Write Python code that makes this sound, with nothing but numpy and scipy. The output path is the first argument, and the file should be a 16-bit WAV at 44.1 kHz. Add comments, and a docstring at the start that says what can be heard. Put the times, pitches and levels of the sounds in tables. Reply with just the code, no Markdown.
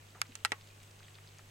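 """Cockroaches in a plastic tub

Cockroaches move about on cardboard egg trays, close by. A few sharp ticks crack, ring briefly
in the card and die away in the tub; the last one also flexes the tray with a dull thud.
Tiny legs patter on the card between them. Under it lie a low mains hum, soft hiss and a faint whine."""
import sys
import numpy as np
from scipy import signal
from scipy.fft import rfft, irfft
from scipy.io import wavfile

SR = 44100
rng = np.random.default_rng(int(sys.argv[2]) if len(sys.argv) > 2 else 0)


def persist_wave(psi):
    """Save psi, clipped to +-1, as 16-bit WAV."""
    counts = np.round(np.clip(psi, -1, 1) * 32767).astype(np.int16)
    wavfile.write(sys.argv[1], SR, np.atleast_2d(counts).T)


N = 66150
TIME = np.arange(N) / SR
AGE = np.arange(SR // 8) / SR   # seconds since one short sound began
TOP_HZ = 16000
OPPOSITE = np.array([[1], [-1]])   # plus on the left, minus on the right


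def from_db(db):
    """Turn decibels into a number to multiply by."""
    return 10 ** (np.asarray(db) / 20)


def at_hz(points, hz):
    """Read between the rows of a table, giving every octave equal room."""
    frequencies, values = np.transpose(points)
    return np.interp(np.log(hz), np.log(frequencies), values)


def filtered(sound, hz, kind, order=2):
    """Keep the lows, the highs or one band of a sound."""
    return signal.sosfilt(signal.butter(order, np.clip(hz, 10, .45 * SR), kind, fs=SR, output="sos"), sound)


def fade(fade_s):
    """Die away from full level; a fade time is the time taken to fall by 60 dB."""
    return np.exp(-np.log(1000) * AGE / fade_s)


def add(out, start_s, sound):
    """Mix a sound in at a given time."""
    i = int(start_s * SR)
    out[:, i:i + sound.shape[-1]] += sound[..., :max(N - i, 0)]


def burst(low_hz, high_hz, fade_s, likeness):
    """A dying puff of noise in one band; a likeness of 1 makes left and right the same."""
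    shared, side = rng.standard_normal((2, len(AGE)))
    noise = np.sqrt(1 + likeness) * shared + np.sqrt(1 - likeness) * side * OPPOSITE
    puff = filtered(noise * fade(fade_s), [low_hz, high_hz], "band")
    click_energy = 2 * (high_hz - low_hz) / SR   # what a one-sample click holds in this band
    return puff * np.sqrt(click_energy / np.mean(np.sum(puff ** 2, axis=1)))


def wide_burst(fade_at, likeness_at):
    """Puffs from low to high, each band with its own fade time and left-right likeness."""
    edges = np.geomspace(200, TOP_HZ, 12)
    centres = np.sqrt(edges[:-1] * edges[1:])
    return sum(burst(lo, hi, fade_at(hz), likeness_at(hz)) for lo, hi, hz in zip(edges, edges[1:], centres))


# Hiss shared by both sides, and hiss that sets them apart: (frequency [Hz], level [dB])
SHARED_HISS = [(25, -44.5), (60, -49), (130, -48.5), (260, -52.5), (420, -51), (900, -56.5), (1500, -58),
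               (2600, -56), (5200, -64), (7800, -61.5), (10000, -68), (15500, -71)]
SIDE_HISS = [(25, -70), (130, -64.5), (250, -58.5), (600, -55.5), (1300, -56.5), (2800, -60), (5000, -65),
             (8000, -68.5), (12500, -76.5), (15500, -80)]

def hiss():
    """Soft, steady noise, stronger in the lows."""
    hz = np.maximum(np.fft.rfftfreq(N, 1 / SR), 1)
    shared, side = (irfft(rfft(rng.standard_normal(N)) * from_db(at_hz(table, hz)), N)
                    for table in (SHARED_HISS, SIDE_HISS))
    return shared + side * OPPOSITE


# Tones of the mains hum: (frequency [Hz], level [dB])
HUM_TONES = [(100, -59.5), (150, -70.5), (200, -80)]

def hum():
    """Mains electricity hums in a few low, steady tones."""
    return sum(np.sqrt(2) * from_db(db) * np.sin(2 * np.pi * (hz * TIME + rng.random()))
               for hz, db in HUM_TONES)


# Bands of the whine: (centre [Hz], width [Hz], level [dB])
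WHINE_BANDS = [(6365, 50, -78), (7900, 350, -79.5)]

def whine():
    """Noise in bands so narrow that it sounds like a faint, high note."""
    out = np.zeros(N)
    for hz, width, db in WHINE_BANDS:
        band = filtered(rng.standard_normal(N), [hz - width / 2, hz + width / 2], "band", order=1)
        out += from_db(db) * band / band.std()
    return out


# Swells of high hiss: (time of peak [s], length [s], level [dB])
HISS_SWELLS = [(0.843, 0.12, -73), (1.085, 0.12, -71)]

def swells(band_hz=(7620, 8150)):
    """A thin band of hiss comes and goes twice."""
    band = filtered(rng.standard_normal(N), band_hz, "band")
    loudness = sum(from_db(db) * np.cos(np.pi * np.clip((TIME - peak_s) / length, -.5, .5)) ** 2
                   for peak_s, length, db in HISS_SWELLS)
    return band / band.std() * loudness


# The clearer footsteps: (time [s], level [dB], low edge [Hz], high edge [Hz], fade time [s])
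CLEAR_STEPS = [(0.148, -13, 530, 1550, 0.22), (0.253, -21.5, 1400, 2700, 0.033),
               (0.291, -27, 2500, 3500, .015), (0.322, -21, 1840, 2800, 0.024),
               (0.611, -25.5, 1980, 4470, 0.013), (0.672, -31, 4000, 8700, 0.017),
               (0.701, -20, 2240, 2770, 0.019), (0.831, -29, 2000, 8540, 0.027),
               (0.911, -29, 4300, 7400, 0.02), (1.005, -21, 950, 1700, .015),
               (1.026, -23, 1320, 2310, 0.044), (1.038, -20, 3020, 3630, 0.058),
               (1.082, -22.5, 1700, 4020, 0.025), (1.153, -20.5, 3100, 4700, 0.02),
               (1.184, -20, 900, 2470, 0.03), (1.274, -23, 3240, 4940, 0.01),
               (1.289, -26, 3300, 4600, 0.016), (1.385, -25, 4550, 8500, 0.019),
               (1.391, -19, 550, 2280, 0.056)]

def footfalls(patter_per_s=65, lowest_hz=1790, highest_hz=4260, spread=1.34):
    """Legs scratch on card: clear steps, a quieter random patter and one soft, low bump."""
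    bump = (0.285, -2, 220, 278, 0.15)   # same columns as the steps
    patter = []
    for when, size, pitch in rng.random((int(patter_per_s * N / SR), 3)):
        hz = lowest_hz * (highest_hz / lowest_hz) ** pitch
        patter.append((when * N / SR, -34 + 6 * size ** 2, hz / spread, hz * spread, 0.01))
    out = np.zeros((2, N))
    for start_s, db, low_hz, high_hz, fade_s in CLEAR_STEPS + [bump] + patter:
        add(out, start_s, from_db(db) * burst(low_hz, high_hz, fade_s, likeness=0.99))
    return out


# Low tones of the flexing tray: (frequency [Hz], level [dB], fade time [s])
THUD_TONES = [(450, -37, 0.012), (697, -23.5, .009), (1101, -46.5, 0.15)]

def thud(start_s=0.5197):
    """The last tick also flexes the tray: a dull thud with a faint, hollow ring."""
    out = np.zeros((2, N))
    tones = sum(from_db(db) * fade(fade_s) * np.sin(2 * np.pi * hz * AGE) for hz, db, fade_s in THUD_TONES)
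    add(out, start_s, filtered(tones, 170, "high", order=1))   # a small tray gives off little bass
    return out


# Tones at which the tray rings: (frequency [Hz], level [dB], fade time [s])
TRAY_TONES = [(846, -38, 0.06), (1130, -42, 0.024), (1354, -34, 0.044), (1570, -44, 0.033),
              (1922, -36.5, 0.048), (2152, -37.5, 0.024), (2365, -30, 0.021), (2697, -33.5, 0.031),
              (3880, -35.5, 0.022), (4210, -34.5, 0.02), (5157, -34.5, 0.021), (7230, -45, 0.016),
              (7830, -29, 0.01), (9900, -55, .012)]

def tray_ring(uneven_db=2.5, skew_radians=0.71):
    """Each blow rings the tray a little differently; its tones reach the two sides out of step."""
    out = 0
    for hz, db, fade_s in TRAY_TONES:
        phase = rng.choice([0, np.pi]) + skew_radians * rng.standard_normal() * OPPOSITE
        strength = from_db(db + uneven_db * rng.standard_normal((2, 1)))
        out += strength * fade(fade_s) * np.sin(2 * np.pi * hz * AGE + phase)
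    return out


# How long sound bounces among the trays: (frequency [Hz], fade time [s])
ECHO_FADES = [(300, 0.041), (1200, 0.072), (2500, 0.057), (5000, 0.026), (12000, 0.024)]

def echoes(likeness=0.14, tub_fade_s=0.19):
    """Sound scatters among the trays and leaves a softer, duller tail in the tub."""
    scatter = wide_burst(lambda hz: at_hz(ECHO_FADES, hz), lambda hz: likeness)
    tail = wide_burst(lambda hz: tub_fade_s, lambda hz: likeness)
    return scatter + from_db(-12) * filtered(tail, 3000, "low", order=1)


# How alike a crack is on the left and right: (frequency [Hz], likeness [-1 to 1])
CRACK_STEREO = [(500, 0.83), (1200, 0.31), (2200, -0.14), (4000, -0.039), (8000, 0.29), (14000, .3)]

def crack():
    """The snap that starts a tick; its highs die fastest."""
    return wide_burst(lambda hz: 0.0046 * (2000 / hz) ** 0.42, lambda hz: at_hz(CRACK_STEREO, hz))


# Sharp ticks on the card: (time [s], level [dB], low edge [Hz], high edge [Hz], flap tone [Hz],
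# flap boost [dB], echo level [dB], ring level [dB], left over right [dB])
CARD_TICKS = [(0.2160, 5, 1164, 4640, 1410, 5.5, -15, -7.5, 1.5),
              (0.3537, -17.5, 950, 14100, 7500, 9.5, -2, 0, -1),
              (0.4492, 4, 870, 4730, 1484, 6.5, -8, 1, 1), (0.4560, -8.5, 810, 3500, 9700, 11, -2.5, 4, 7),
              (0.5194, 2.5, 383, 1810, 2100, 6.5, -3.5, 0.5, 4.5)]

def ticks(flap_sharpness=4.1, right_brighter=1.56):
    """A crack, its echoes and the tray's ring, coloured by the contact and the flap of card that is hit."""
    out = np.zeros((2, N))
    for start_s, db, low_hz, high_hz, flap_hz, flap_db, echo_db, ring_db, left_db in CARD_TICKS:
        tick = crack() + from_db(echo_db) * echoes() + from_db(ring_db) * tray_ring()
        flap = signal.lfilter(*signal.iirpeak(flap_hz, flap_sharpness, fs=SR), tick)
        tick += (from_db(flap_db) - 1) * flap
        # The high edge moves down on the left and up on the right.
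        left = filtered(tick[0], high_hz / right_brighter, "low", order=1)
        right = filtered(tick[1], high_hz * right_brighter, "low", order=1)
        tick = filtered([left, right], low_hz, "high", order=3)
        tick = filtered(tick, 8870, "low")
        add(out, start_s, tick * from_db(db + left_db / 2 * OPPOSITE))
    return out


def scene():
    """The quiet background plus the cockroaches on their trays."""
    return hiss() + hum() + whine() + swells() + footfalls() + thud() + ticks()


def record(dry):
    """Cut away the very highest treble."""
    return signal.sosfilt(signal.ellip(10, .1, 70, TOP_HZ, fs=SR, output="sos"), dry)


dry = scene()
out = record(dry)
persist_wave(out)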